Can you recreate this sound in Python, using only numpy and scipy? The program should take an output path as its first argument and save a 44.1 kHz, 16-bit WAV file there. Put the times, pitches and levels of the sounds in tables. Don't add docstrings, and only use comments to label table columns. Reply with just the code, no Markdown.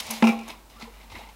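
import sys
import numpy as np
from scipy import signal
from scipy.fft import rfft, irfft
from scipy.io import wavfile
from scipy.ndimage import uniform_filter1d

SR = 44100
rng = np.random.default_rng(int(sys.argv[2]) if len(sys.argv) > 2 else 0)


def undo_db(level):
    steps = np.asarray(level, float) / 20
    return 10 ** steps


def generate_wav(sig):
    pcm = np.round(np.clip(np.atleast_2d(sig).T, -1, 1) * 32767).astype(np.int16)
    wavfile.write(sys.argv[1], SR, pcm)


N = 59535
T = np.arange(N) / SR
POP_S = .2237


def col(table, k):
    a = np.array(table)
    return np.interp(T, a[:, 0], a[:, k])


def unit(x):
    return x / np.sqrt(np.mean(x ** 2))


def clicks(times, db):
    x = np.zeros(N)
    np.add.at(x, (np.asarray(times) * SR).astype(int), undo_db(np.asarray(db)))
    return x


def ring(x, hz, t60):
    pole = np.exp(2j * np.pi * hz / SR - np.log(1000) / (t60 * SR))
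    return signal.lfilter([1], [1, -pole], x).imag


def flutter():
    depth_db, smooth_s = 3, .008
    k = int(smooth_s * SR)
    walk = uniform_filter1d(uniform_filter1d(rng.standard_normal(N), k), k)
    return undo_db(depth_db * unit(walk))


def modes(x, table):
    return sum((-1) ** k * undo_db(db) * flutter() * ring(x, hz, t60) for k, (hz, db, t60) in enumerate(table))


def bands(x, table):
    return sum(undo_db(db) * signal.lfilter(*signal.iirpeak(hz, hz / width, SR), x) for hz, width, db in table)


def twice(x, hz, width):
    return bands(bands(x, [(hz, width, 0)]), [(hz, width, 0)])


def burst(x, fade_s):
    envelope = signal.lfilter([1], [1, -np.exp(-1 / (fade_s * SR))], x)
    return envelope * rng.standard_normal(N)


def swells(table):
    out = np.zeros(N)
    for s, rise, hz, db, t60 in table:
        age = np.clip(T - s, 0, None)
        swell = 1 - np.exp(-(age / rise) ** 2)
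        out += undo_db(db - 60 * age / t60) * swell * np.sin(2 * np.pi * hz * age)
    return out


# t/s, level/dB
HUM_LEVEL = [
    (0, -63),
    (.3, -58.5),
    (.6, -55),
    (.9, -50),
    (1.35, -50),
]


def mains_hum():
    return np.sqrt(2) * undo_db(col(HUM_LEVEL, 1)) * np.sin(2 * np.pi * 50.1 * T + 2.4)


# f/Hz, level/dB per Hz
HISS_COLOUR = [(40, 1), (100, -10), (220, -8.5), (500, -12.5), (900, -11.5), (2200, -21.5), (5000, -24),
               (16000, -27.5)]


def hiss():
    hz, db = np.array(HISS_COLOUR).T
    f = np.fft.rfftfreq(N, 1 / SR) + 1
    colour = undo_db(np.interp(np.log(f), np.log(hz), db))
    return undo_db(-53) * unit(irfft(rfft(rng.standard_normal(N)) * colour, N))


# f/Hz, width/Hz, level/dB
SKIN = [(508, 63, -6), (650, 48, -1.5), (910, 413, 7.5), (1180, 570, -26), (2155, 520, 3.5),
        (2700, 750, -2), (3666, 860, -0.5), (5020, 260, -1)]


def skin(x):
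    return signal.lfilter(*signal.butter(2, 5000, fs=SR), bands(x, SKIN))


RUB_STARTS = [.455, .525, .75, -.004, 1.152, 1.12, 1.185, .08, 1.135, 1.2, .49, .8, -.01, .125]
# length/s, f/Hz, width/Hz, level/dB
RUBS = [(0.046, 1700, 150, -58), (0.027, 1070, 150, -50), (0.12, 1326, 130, -54), (0.015, 3240, 4200, -30),
        (0.019, 900, 450, -38), (0.1, 280, 190, -49.5), (0.017, 654, 100, -51), (0.037, 490, 35, -61),
        (0.057, 2020, 580, -47), (0.022, 860, 80, -43.5), (0.047, 2530, 300, -45), (0.052, 4250, 1700, -50),
        (0.19, 4200, 5900, -45), (0.076, 3600, 3900, -42.5)]


def rubs():
    noise = rng.standard_normal(N)
    out = np.zeros(N)
    for s, (length, hz, width, db) in zip(RUB_STARTS, RUBS):
        arch = np.sin(np.pi * np.clip((T - s) / length, 0, 1))
        out += undo_db(db) * arch * unit(twice(noise, hz, width))
    return out


# f/Hz, width/Hz, level/dB
PAPER = [(6000, 2100, -2), (8800, 2900, -12), (10480, 1000, -9), (11800, 560, -14), (15300, 1400, -20)]


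def paper(x, extra=()):
    return bands(x, PAPER + list(extra))


# t/s, pressure level/dB, crispness level/dB
SCUFF = [(0, -41, -9), (.05, -42.5, -6.5), (.11, -37, -15), (.2, -43.5, -4.5), (.29, -35.5, -6.5),
         (.37, -50.5, -9), (.46, -50.5, -10), (.5, -39.5, -8), (.58, -63, -10), (.68, -98, -5),
         (.7, -55.5, -36), (.79, -56, -16), (.82, -44.5, -6.5), (.9, -60, -8.5), (1.02, -51.5, -8.5),
         (1.09, -60.5, -8), (1.17, -45, -7.5), (1.35, -61.5, -10)]


def scuff():
    grains_per_s, spread_db, smooth_share = 4000, 2.5, .7
    chosen = rng.random(N) < grains_per_s / SR
    slips = chosen * undo_db(spread_db * rng.exponential(size=N)) * rng.standard_normal(N)
    friction = unit(np.clip(slips, -4, 4)) + smooth_share * rng.standard_normal(N)
    crisp = undo_db(col(SCUFF, 2)) * unit(paper(friction, [(6230, 2400, 0)]))
    air = undo_db(-9) * unit(ring(friction, 223.7, .13))
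    return undo_db(col(SCUFF, 1)) * (unit(skin(friction)) + crisp + air)


# t/s, body level/dB, bright snap level/dB, length/s
TAPS = [(0, -43.5, -30.5, 0.0074), (.008, -33, -45, 0.00079), (0.04, -58, -47, 0.0021),
        (0.065, -54, -31.5, 0.0037), (0.09, -53, -32, 0.002), (0.103, -27.5, -26.5, 0.0028),
        (0.1082, -31, -19.5, 0.0021), (0.111, -33.5, -29, 0.007), (0.133, -38, -35, 0.0074),
        (0.4786, -33.5, -36, 0.0031), (0.4855, -37, -33, 0.0024), (0.496, -38.5, -62, 0.004),
        (0.501, -33, -56, 0.0033), (0.51, -69, -50, 0.012), (0.696, -68, -54.5, 0.014),
        (0.798, -44.5, -45, 0.004), (0.809, -45.5, -57, 0.009), (0.821, -37, -57, 0.0047),
        (0.847, -57, -62, 0.0079), (0.867, -71, -65, 0.0033), (0.937, -55, -72, 0.019),
        (1.012, -47, -76, 0.0049), (1.098, -49, -70, 0.017), (1.115, -44.5, -54, 0.015),
        (1.152, -41, -53, 0.0048), (1.189, -42.5, -61, 0.0074), (1.232, -49, -58, 0.0048),
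        (1.249, -55, -60, 0.0056), (1.28, -69, -64, 0.0026), (1.287, -47, -70, 0.0082)]


def taps():
    rise_s = .0016
    body, snap = np.zeros(N), np.zeros(N)
    for s, body_db, snap_db, length in TAPS:
        age = np.abs(T - s)
        shape = (T > s) * np.exp(-age / length) * (1 - np.exp(-age / rise_s))
        body += undo_db(body_db) * shape
        snap += undo_db(snap_db) * shape
    body *= rng.standard_normal(N)
    snap *= rng.standard_normal(N)
    return undo_db(7) * skin(body) + undo_db(9) * paper(snap)


PING_STARTS = [.262, .255, .272, .25, .315, .31, .318, .32, .31, .388, .405, .46, .1082, .1085, .008, .03,
               .022, .117, .762, .823, .825, .852, .876, 1.006, 1.035, 1.116, 1.119, 1.118, 1.124, 1.154,
               1.191, 1.184, 1.212, 1.236, 1.246, 1.272, 1.273, 1.29, 1.291, .2245, .2265]
PING_PITCHES = [500, 362, 870, 1060, 800, 680, 488, 1104, 296, 455, 1350, 1120, 10700, 12100, 12000, 11000,
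                2200, 2250, 1180, 2080, 850, 1020, 900, 2090, 900, 3800, 860, 2250, 2050, 2090, 673, 4700,
                860, 2050, 900, 880, 2100, 860, 2150, 1354, 424]
# rise/s, level/dB, t60/s
PINGS = [(0.0049, -29.5, 0.18), (0.0077, -28, 0.096), (0.003, -30, 0.068), (0.0077, -26, 0.048),
         (0.0072, -27.5, 0.16), (0.0097, -35.5, .22), (0.009, -36, 0.24), (0.0051, -32, 0.14),
         (0.014, -45.5, 0.57), (0.0053, -44, 0.19), (0.0092, -45.5, 0.15), (0.011, -42, 0.28),
         (0.00024, -16, 0.0072), (0.00038, -17, 0.0078), (0.00046, -24, .006), (.0005, -34, 0.013),
         (0.0021, -38, .04), (0.0022, -30.5, 0.047), (0.0051, -41, .07), (0.0016, -35.5, 0.03),
         (0.0022, -39.5, 0.071), (0.0036, -38, .06), (.001, -38, 0.035), (0.0017, -44, 0.036),
         (0.0036, -44.5, .07), (0.0009, -54, 0.015), (0.0015, -36.5, 0.048), (0.00073, -45, 0.017),
         (0.00093, -37.5, 0.033), (0.00091, -29.5, 0.028), (0.0015, -35, 0.048), (0.00085, -42, .015),
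         (.003, -39, 0.054), (0.0017, -40, 0.036), (.003, -42, .06), (0.0013, -39, 0.032),
         (0.0017, -40.5, 0.031), (0.0015, -40.5, .06), (0.0025, -41, 0.038), (.002, -26.5, 0.04),
         (0.0038, -26, 0.059)]


def pings():
    grains = zip(PING_STARTS, PING_PITCHES, PINGS)
    return swells([(s, rise, hz, db, t60) for s, hz, (rise, db, t60) in grains])


# t/s, level/dB, f/Hz
BUMPS = [
    (.05, -41, 82),
    (0.086, -39, 139),
    (1.123, -36, 92),
    (1.16, -38, 92),
    (1.1, -54, 92),
]


def bumps():
    return sum(ring(uniform_filter1d(clicks([s], db), size=200), hz, .12) for s, db, hz in BUMPS)


# t/s, rise/s, f/Hz, level/dB, t60/s
STIRS = [
    (.092, 0.033, 223.9, -24.5, 0.32),
    (0.489, 0.0021, 300, -40, 0.081),
    (0.826, 0.0028, 228.5, -33.5, 0.16),
    (.872, 0.0059, 469, -37, 0.11),
    (1.152, 0.0029, 231, -47, 0.15),
    (1.215, 0.0092, 222, -66, 0.11),
    (.74, 0.017, 225, -51.5, 0.26),
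]


def stirs():
    return swells(STIRS)


# t/s, level/dB
BOOM = [
    (.224, -12.5),
    (.242, -11.5),
    (.258, -15),
    (.3, -17),
    (.318, -30.5),
    (.338, -29),
    (.416, -39),
    (.456, -47),
    (.6, -64),
]


def boom():
    rise = np.clip((T - POP_S) / .002, 0, 1) * (T < BOOM[-1][0])
    tone = np.sin(2 * np.pi * 226.3 * (T - POP_S) - 1.5)
    return np.sqrt(2) * rise * undo_db(col(BOOM, 1)) * tone


# f/Hz, level/dB, t60/s
WALL = [(343, -17.5, 0.054), (420, -8, 0.052), (479, -18, 0.056), (506, -9.5, 0.043), (656, -11.5, 0.083),
        (688, -10.5, 0.094), (712, -9.5, 0.05), (806.3, -8.5, 0.13), (855, -3, 0.052), (958, -1.5, 0.016),
        (1055, -5.5, 0.057), (1356, -2.5, 0.032), (1670, -6.5, 0.02), (2074, -2, 0.04)]


def wall(blows):
    push = np.hanning(int(.00055 * SR) + 3)
    return modes(np.convolve(blows, push / push.sum())[:N], WALL)


# f/Hz, level/dB, t60/s
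CAP = [(2286, -12, 0.028), (2350, -9.5, 0.15), (2516, 5.5, 0.007), (2530, -9, 0.091), (2640, -5.5, 0.0029),
       (2847, -9.5, 0.028), (3750, -11.5, 0.012), (5140, -29, 0.0023)]


def cap(blows):
    return undo_db(-3.5) * twice(modes(blows, CAP), 2920, 1940)


def rasp(blows):
    return bands(burst(blows, .0038), [(5430, 1500, 10), (8700, 4300, -3), (14200, 1700, -24)])


def crack():
    puff = burst(clicks([POP_S + .0015], -16), .0047)
    return bands(bands(puff, [(2520, 2340, 0)]), [(2610, 2430, 2.7)])


# t/s, level/dB, wall share/dB, rasp level/dB
RATTLES = [(0.2243, -17, -19, -54), (.2408, -13, -5, -38), (0.2436, -29, -2, -41), (.251, -30, 4, -37),
           (.271, -14, -6, -35.5), (0.2777, -19, -14, -41), (0.285, -49, -26, -43.5),
           (0.2906, -28, 4, -39.5), (.297, -22, -10, -54), (0.304, -45, -11, -50), (.321, -31, -6, -50),
           (0.39, -29, -19, -48.5), (.411, -38, -7, -51), (0.434, -46, -21, -58), (.459, -36.5, -8, -57)]


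def cap_knock():
    times, level, wall_share, rasp_level = np.array(RATTLES).T
    wall_blows = clicks([POP_S], -13) + clicks(times, level + wall_share)
    return wall(wall_blows) + crack() + rasp(clicks(times, rasp_level)) + cap(clicks(times, level))


def room(x):
    low_t60_s, top_t60_s, gap_s = .45, .3, .006
    t = T[:SR // 2]
    noise = rng.standard_normal(len(t))
    low = signal.lfilter(*signal.butter(1, 1500, fs=SR), noise)
    tail = low * undo_db(-60 * t / low_t60_s) + (noise - low) * undo_db(-60 * t / top_t60_s)
    tail *= t > gap_s
    return x + undo_db(-9) * signal.fftconvolve(x, tail / np.sqrt(np.sum(tail ** 2)))[:N]


def scene():
    knock = cap_knock()
    handling = rubs() + scuff() + taps() + pings()
    near = boom() + room(knock + handling) + undo_db(-13) * knock
    near = signal.sosfilt(signal.butter(4, 160, "high", fs=SR, output="sos"), near)
    return (near + stirs() + bumps() + mains_hum() + hiss())[None]


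def low_pass(x):
    return signal.sosfilt(signal.butter(12, 16150, fs=SR, output="sos"), x)


def record(dry):
    x = signal.sosfilt(signal.butter(3, 35, "high", fs=SR, output="sos"), dry)
    x = signal.sosfilt(signal.ellip(10, .5, 60, 15800, fs=SR, output="sos"), x)
    return low_pass(x)


dry = scene()
out = record(dry)
generate_wav(out)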